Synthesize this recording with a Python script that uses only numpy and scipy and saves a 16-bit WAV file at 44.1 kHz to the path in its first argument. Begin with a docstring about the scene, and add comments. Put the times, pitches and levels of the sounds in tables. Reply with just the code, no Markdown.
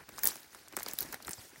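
"""Pushing through ferns

A walker pushes quickly through ferns and undergrowth on a forest path, close to a phone microphone.
A quiet forest hush and a low rumble are shaped noise; fronds swish and rustle as patchy, crackling noise.
Soft bumps thud and bent stems knock: short waves with a falling pitch, roughened by noise.
Dry stalks and leaf edges snap as very short bursts of noise, each with its own tone colour."""
import sys
import numpy as np
from scipy import signal
from scipy.fft import rfft, irfft, next_fast_len
from scipy.io import wavfile
from scipy.ndimage import uniform_filter1d

SR = 44100
rng = np.random.default_rng(int(sys.argv[2]) if len(sys.argv) > 2 else 0)


def to_wav(sig):
    """Store sig (one row per channel, or 1-D mono) as 16-bit WAV at the path in sys.argv[1].

    Samples outside -1..1 are clipped; the rate is SR.
    """
    pcm = np.clip(np.atleast_2d(sig), -1, 1) * 32767
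    pcm = np.round(pcm).astype(np.int16)
    wavfile.write(sys.argv[1], SR, pcm.T)  # frames by channels


N = 70560  # length in samples: 1.6 s

# All levels below are those of the sounds before they reach the microphone.
# A decay time is the time a sound takes to fade by 60 dB.

# Tone of the forest hush: (f/Hz, gain/dB)
HUSH_TONE = [(71, -42), (120, 4.5), (304, -5.5), (1360, -3.5), (1560, -4), (2800, -1), (4650, 0.5),
             (15000, -13.5)]
HUSH_LEVEL_DB = -65

# Low rumble of the walking body at the microphone, over time: (t/s, level/dB)
RUMBLE_LEVELS = [(0.0, -64), (0.052, -69), (0.288, -61), (0.31, -71), (0.512, -81), (0.556, -74.5),
                 (0.672, -72.5), (0.796, -66), (0.98, -69), (1.024, -59.5), (1.216, -71.5), (1.282, -58.5),
                 (1.358, -79), (1.39, -67), (1.478, -76), (1.6, -79)]
RUMBLE_HZ = 81  # the rumble gets weaker well below and above this

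# Fronds dragging on the legs, over time: (t/s, treble swish level/dB, low rustle level/dB)
FROND_DRAG = [(0, -62.5, -53), (0.059, -70, -67.5), (.12, -60.5, -58.5), (.17, -55.5, -61),
              (0.194, -56.5, -51), (.225, -51.5, -58.5), (.25, -38.5, -45.5), (.29, -40, -51.5),
              (.33, -47.5, -54.5), (.385, -56, -59), (.5, -63.5, -65.5), (.55, -57, -58.5),
              (.63, -63, -64.5), (0.702, -67, -65), (0.742, -57, -51.5), (0.758, -64, -72.5),
              (0.789, -49.5, -50), (0.849, -56.5, -55.5), (.89, -48, -48), (0.961, -54.5, -62),
              (1.02, -44.5, -50), (1.068, -53.5, -51.5), (1.108, -54.5, -59), (1.139, -53, -47.5),
              (1.19, -64, -62.5), (1.251, -58.5, -57), (1.311, -53, -55), (1.366, -54, -66),
              (1.401, -51.5, -54.5), (1.47, -54.5, -63), (1.52, -63, -61), (1.6, -56, -64)]
# Tone of the treble swish: (f/Hz, gain/dB)
SWISH_TONE = [(1470, -9), (2500, -14), (3030, -6.5), (5530, -0.5), (6460, -3.5), (9060, -4), (14500, -5.5)]
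# Tone of the low rustle: (f/Hz, gain/dB)
RUSTLE_TONE = [(88, -39), (150, -12), (303, -4), (525, -6), (588, -7), (867, -5.5), (1230, -9.5),
               (1600, -4), (3000, -11.5), (3900, -43), (6600, -120)]

# Soft low bumps of foot and stems: (t/s, peak level/dB, first f/Hz, decay time/s)
THUDS = [(0.084, -48.5, 262, 0.052), (0.151, -53.5, 392, 0.038), (0.244, -73, 456, 0.043),
         (0.263, -49, 157, 0.031), (0.359, -59, 403, 0.045), (0.736, -48, 386, 0.071),
         (0.774, -39, 465, 0.026), (0.864, -49, 338, 0.045), (0.935, -45, 320, 0.017),
         (0.989, -67, 390, 0.037), (1.022, -52, 388, 0.046), (1.049, -45.5, 334, 0.05),
         (1.063, -55, 293, 0.073), (1.088, -51, 414, 0.14), (1.139, -50, 256, 0.04),
         (1.209, -60, 310, 0.071), (1.283, -46.5, 362, 0.076), (1.295, -40, 238, 0.017),
         (1.384, -51, 151, 0.073), (1.449, -52, 437, 0.036), (1.528, -58, 346, 0.05),
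         (1.578, -59, 188, 0.076)]
THUD_RISE_S, THUD_HALF_PITCH_S = 0.0013, 0.03
THUD_ROUGHNESS = 0.51  # noise strength beside a wave of height 1

# Knocks of bent stems: (t/s, peak level/dB, first f/Hz, time to half pitch/s, decay time/s)
STEM_KNOCKS = [(0.0849, -51, 2320, 0.0014, 0.016), (0.091, -44.5, 2440, 0.0013, 0.036),
               (0.183, -36.5, 1230, 0.022, 0.0085), (0.2354, -31, 1830, 0.018, 0.0096),
               (0.2615, -29.5, 1916.0, 0.045, 0.011), (0.271, -38, 2340, 0.0016, 0.014),
               (0.3175, -41, 2220, 0.0013, 0.017), (0.3565, -40.5, 2280, 0.0013, 0.017),
               (0.5301, -54, 2420, 0.0013, 0.015), (0.5469, -42, 2290, 0.0016, 0.016),
               (0.6762, -49.5, 2360, 0.0017, 0.018), (0.7257, -48, 2230, 0.00093, 0.026),
               (0.7343, -43.4, 2350, 0.0016, 0.0167), (0.7679, -30.5, 2270, 0.0011, 0.013),
               (0.7741, -31.5, 2350, 0.0015, 0.0085), (0.7876, -37, 2340, 0.0011, 0.014),
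               (0.8059, -34.5, 2270, 0.00099, 0.014), (0.8218, -37, 2002.0, 0.023, 0.0079),
               (0.8637, -37.5, 2230, 0.00099, 0.026), (0.9234, -40, 1730, 0.026, 0.009),
               (0.9352, -44, 2290, 0.00124, 0.044), (0.9873, -40, 1894.0, 0.014, 0.018),
               (1.129, -39, 2290, 0.0011, 0.014), (1.1411, -37.5, 2310, 0.0015, 0.021),
               (1.1434, -31, 1937.0, 0.031, 0.0065), (1.2022, -46.5, 2270, 0.0011, 0.019),
               (1.2808, -32.5, 2294, 0.0019, 0.018), (1.2926, -40, 1880, 0.028, 0.0071),
               (1.3806, -50.5, 2320, 0.0014, 0.026), (1.5595, -44, 2040, 0.038, 0.0088)]
KNOCK_RISE_S = 0.00029
KNOCK_ROUGHNESS = 0.44  # noise strength beside a wave of height 1

# Stalk and leaf snaps: (t/s, peak level/dB, ring f/Hz, 3-6 kHz gain/dB, 6-10 kHz gain/dB,
# 10-16 kHz gain/dB, decay time/s)
STALK_SNAPS = [(0.0904, -39.5, 4700, 0.0, -3, -2, 0.0064), (0.1407, -48, 4130, 3, -11, -22, 0.0036),
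               (0.178, -40, 7859.0, -2.8, 0.0, -7, 0.0073), (0.1825, -38.5, 5060, -1, -2.2, -5, 0.0092),
               (0.1895, -35, 7278.0, -3, -3, -2, 0.026), (0.2342, -18, 6840, -2.5, -7, 2, 0.01),
               (0.2432, -13, 12058.0, -14.8, -23, 5, 0.0031),
               (0.255, -14.5, 9200, -10.5, -3.5, 1.5, 0.0076), (0.2622, -35, 14728.0, -9, -7, 9, 0.005),
               (0.2665, -25.7, 8060, -2, -6, 1, 0.0069), (0.2724, -9, 15600, -11, -0.5, 0.0, 0.0053),
               (0.284, -26, 10680.0, -16, -2.1, 14, 0.006), (0.2877, -27.5, 10615.0, -6.7, 1, -6, 0.0066),
               (0.3156, -40, 4608.0, -8, -6, 2, 0.0066), (0.3566, -35.5, 10766.0, -5, -1.2, -6, 0.0031),
               (0.367, -40, 11240.0, -0.6, 5, -6, 0.0036), (0.405, -42.5, 6050.0, -10, -1.2, 9, 0.0032),
               (0.4313, -46.0, 9022.0, 10, -12, 4, 0.0074), (0.5481, -41.5, 3402.0, 1, 1, -8, 0.0053),
               (0.6831, -41, 13000, 1.5, 8, -4, 0.0039), (0.7253, -42.5, 5200, 2, -5, -2.3, 0.0049),
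               (0.7671, -22, 13000, -3.5, 5.5, -2, 0.0053), (0.774, -44, 9582.0, -2.9, 11, -7, 0.0073),
               (0.7885, -37.9, 4900, -3, 6, -1, 0.016), (0.797, -36.5, 6373.0, -6.7, -2, -6, 0.017),
               (0.805, -44, 4435.0, 8, -5, -4, 0.0044), (0.8207, -39, 4952.0, -2, -1, 3, 0.004),
               (0.8306, -29.5, 14300, -8, -2, -3.5, 0.019), (0.8622, -30.5, 5240, 1, -9, -19, 0.0045),
               (0.8833, -33, 6826.0, -1.5, -6, 1, 0.016), (0.8857, -30, 6782.0, 5, -9, 1.5, 0.0083),
               (0.9121, -34, 5500, 0.0, 0, -10, 0.005), (0.9349, -23, 15200, -16, -7, -1, 0.0047),
               (0.9874, -19.5, 3910, 0.0, -6, 3, 0.0054), (1.0065, -21, 13500, -2.5, -6.5, -3, 0.0069),
               (1.0107, -29, 14254.0, -7.7, -7.4, 4, 0.0133), (1.0226, -32.5, 14664.0, -4, 2, -4, 0.0068),
               (1.0283, -30, 3919.0, -2, -12, 2.5, 0.016), (1.089, -47, 9173.0, -1.8, 4, -11, 0.004),
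               (1.1261, -29, 4198.0, -2, -5, 5, 0.004), (1.13, -33, 4940, -4, 6, 1, 0.0044),
               (1.1438, -29.5, 4030, -2, -4.5, -4, 0.0043), (1.2244, -44, 4400, 0.0, 0, -4, 0.026),
               (1.2484, -38.3, 4700, -1, -16, -7, 0.0097), (1.2661, -41, 11300, -2.3, -3, 6, 0.0034),
               (1.2705, -35, 6675.0, -18, 8, -5, 0.0078), (1.2795, -36.5, 5146.0, -5, -1, -5, 0.0064),
               (1.2927, -29.5, 9280.0, -5.5, 2, 0, 0.0051), (1.3095, -29.5, 9000, -10, 2, -7, 0.0039),
               (1.313, -37, 15245.0, -9, 3, 1, 0.032), (1.333, -26, 7400, -7, 1.5, -19, 0.0013)]
SNAP_RISE_S = 0.000076
RING_ADDED_DB, RING_WIDTH = 4, 0.044  # boost added on top of the plain tone; width as a share of ring Hz
TAIL_DB, TAIL_DECAY_S = -17.5, 0.042  # tail start compared with the burst

# Microphone: bass cut, dip in the upper middle, upper limit
LOW_CUT_HZ, TOP_HZ = 48, 15780
DIP_HZ, DIP_WIDTH_HZ, DIP_DB = 2800, 224, -2.5


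def amp(db):
    """Turn decibels into a plain multiplier."""
    return 10 ** (np.asarray(db) / 20)


def unit(x):
    """Scale a signal to an average (RMS) strength of 1."""
    return x / np.sqrt(np.mean(x ** 2) + 1e-20)


def along(points, hz):
    """Read a curve between (Hz, value) points, with pitch on a log axis."""
    f, value = np.transpose(points)
    return np.interp(np.log(hz + 1), np.log(f + 1), value)


def filtered(x, response):
    """Make each frequency of x stronger or weaker by response(frequency)."""
    size = next_fast_len(x.shape[-1] + 4096)
    spectrum = rfft(x, size) * response(np.fft.rfftfreq(size, 1 / SR))
    return irfft(spectrum, size)[..., :x.shape[-1]]


def toned(x, tone):
    """Colour x by a table of (Hz, dB) points, then scale it to strength 1."""
    return unit(filtered(x, lambda f: amp(along(tone, f))))


def level_over_time(times, db):
    """Draw a smooth run of multipliers through levels at given times."""
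    return amp(np.interp(np.arange(N) / SR, times, db))


def add(track, start_s, sound):
    """Mix a sound into the track at a start time, cutting it at the track's end."""
    part = track[round(start_s * SR):][:len(sound)]
    part += sound[:len(part)]


def patchy(depth_db):
    """White noise whose strength varies at random in patches of time and pitch."""
    z = signal.stft(rng.standard_normal(N), nperseg=256)[2]
    field = rng.standard_normal(z.shape)
    field = uniform_filter1d(field, 6, 0)  # smooth across pitch
    field = uniform_filter1d(field, 5, 1)  # smooth across time
    patches = z * amp(depth_db * unit(field))
    return unit(signal.istft(patches, nperseg=256)[1][:N])


def crackle(count, spread_db, decay_s):
    """Noise let through by many tiny scattered breaks; a spread of 0 makes them all equal."""
    when, chance = rng.random((count, 2)).T
    size = amp(-spread_db * np.log(chance + 0.03))  # a few large, many small
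    hits = np.bincount((when * N).astype(int), size, N)
    fade = amp(-60 * np.arange(SR // 20) / SR / decay_s)
    gate = signal.fftconvolve(hits, fade)[:N]
    return unit(gate * rng.standard_normal(N))


def falling(t, hz, half_s, roughness):
    """A wave whose pitch halves after half_s, plus steady noise strongest a little below its first pitch."""
    wave = np.sin(2 * np.pi * hz * half_s * np.log(1 + t / half_s))
    noise = filtered(rng.standard_normal(len(t)), lambda f: f / hz / (1 + (f / hz) ** 4))
    return wave + roughness * unit(noise)


def hush():
    """The steady forest air: soft patchy noise at a fixed level."""
    return amp(HUSH_LEVEL_DB) * toned(patchy(depth_db=2.5), HUSH_TONE)


def rumble():
    """Lumpy low noise around one broad band."""
    times, db = np.transpose(RUMBLE_LEVELS)
    low = filtered(patchy(depth_db=1.0), lambda f: f / RUMBLE_HZ / (1 + (f / RUMBLE_HZ) ** 3))
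    return level_over_time(times, db) * unit(low)


def fronds():
    """Rubbing noise and small crackles follow the drag of the plants."""
    times, swish_db, rustle_db = np.transpose(FROND_DRAG)
    high = patchy(depth_db=4.0) + 0.5 * crackle(count=900, spread_db=5.5, decay_s=0.009)
    low = patchy(depth_db=2.0) + 0.75 * crackle(count=400, spread_db=0.0, decay_s=0.014)
    swish = level_over_time(times, swish_db) * toned(high, SWISH_TONE)
    rustle = level_over_time(times, rustle_db) * toned(low, RUSTLE_TONE)
    return swish + rustle


def thuds():
    """Soft contacts give a few low cycles that sag in pitch as they fade."""
    out, t = np.zeros(N), np.arange(SR // 5) / SR
    for start_s, db, hz, decay_s in THUDS:
        shape = (1 - np.exp(-t / THUD_RISE_S)) * amp(-60 * t / decay_s)
        wave = falling(t, hz, THUD_HALF_PITCH_S, THUD_ROUGHNESS)
        add(out, start_s, amp(db) * shape / shape.max() * wave)
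    return out


def knocks():
    """A bending wave in a stem: the high part arrives first, so the pitch falls."""
    out, t = np.zeros(N), np.arange(SR // 10) / SR
    for start_s, db, hz, half_s, decay_s in STEM_KNOCKS:
        shape = (1 - np.exp(-t / KNOCK_RISE_S)) * amp(-60 * t / decay_s)
        wave = falling(t, hz, half_s, KNOCK_ROUGHNESS)
        add(out, start_s, amp(db) * shape / shape.max() * wave)
    return out


def snap_noise(length, ring_hz, low_db, mid_db, top_db):
    """Noise coloured by one stalk, which rings most strongly around its own pitch."""
    tone = [(1800, low_db - 21), (4200, low_db), (8000, mid_db), (13000, top_db)]

    def response(f):
        ring = amp(RING_ADDED_DB) / (1 + ((f / ring_hz - 1) / RING_WIDTH) ** 2)
        return amp(along(tone, f)) * (1 + ring)

    return filtered(rng.standard_normal(length), response)


def snaps():
    """Each break is a sharp noise burst with a weaker tail, coloured by its own stalk."""
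    out, t = np.zeros(N), np.arange(SR // 10) / SR
    for start_s, db, ring_hz, low_db, mid_db, top_db, decay_s in STALK_SNAPS:
        burst = amp(-60 * t / decay_s)
        tail = amp(TAIL_DB - 60 * t / TAIL_DECAY_S)
        shape = (1 - np.exp(-t / SNAP_RISE_S)) * (burst + tail)
        noise = snap_noise(len(t), ring_hz, low_db, mid_db, top_db)
        # Even out the noise strength, counting most where the snap is loud.
        noise /= np.sqrt(np.sum((noise * shape) ** 2) / np.sum(shape ** 2))
        add(out, start_s, amp(db) * shape / shape.max() * noise)
    return out


def scene():
    """Add all the layers, from the background to the snaps, in one channel."""
    return (hush() + rumble() + fronds() + thuds() + knocks() + snaps())[None]


def record(dry):
    """The phone cuts the deepest bass, dips in the upper middle and keeps nothing above its limit."""
    def microphone(f):
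        bass_cut = 1 / np.sqrt(1 + (LOW_CUT_HZ / (f + 1)) ** 8)
        dip = amp(DIP_DB / (1 + ((f - DIP_HZ) / DIP_WIDTH_HZ) ** 2))
        return (f < TOP_HZ) * dip * bass_cut

    return filtered(dry, microphone)


dry = scene()
out = record(dry)
to_wav(out)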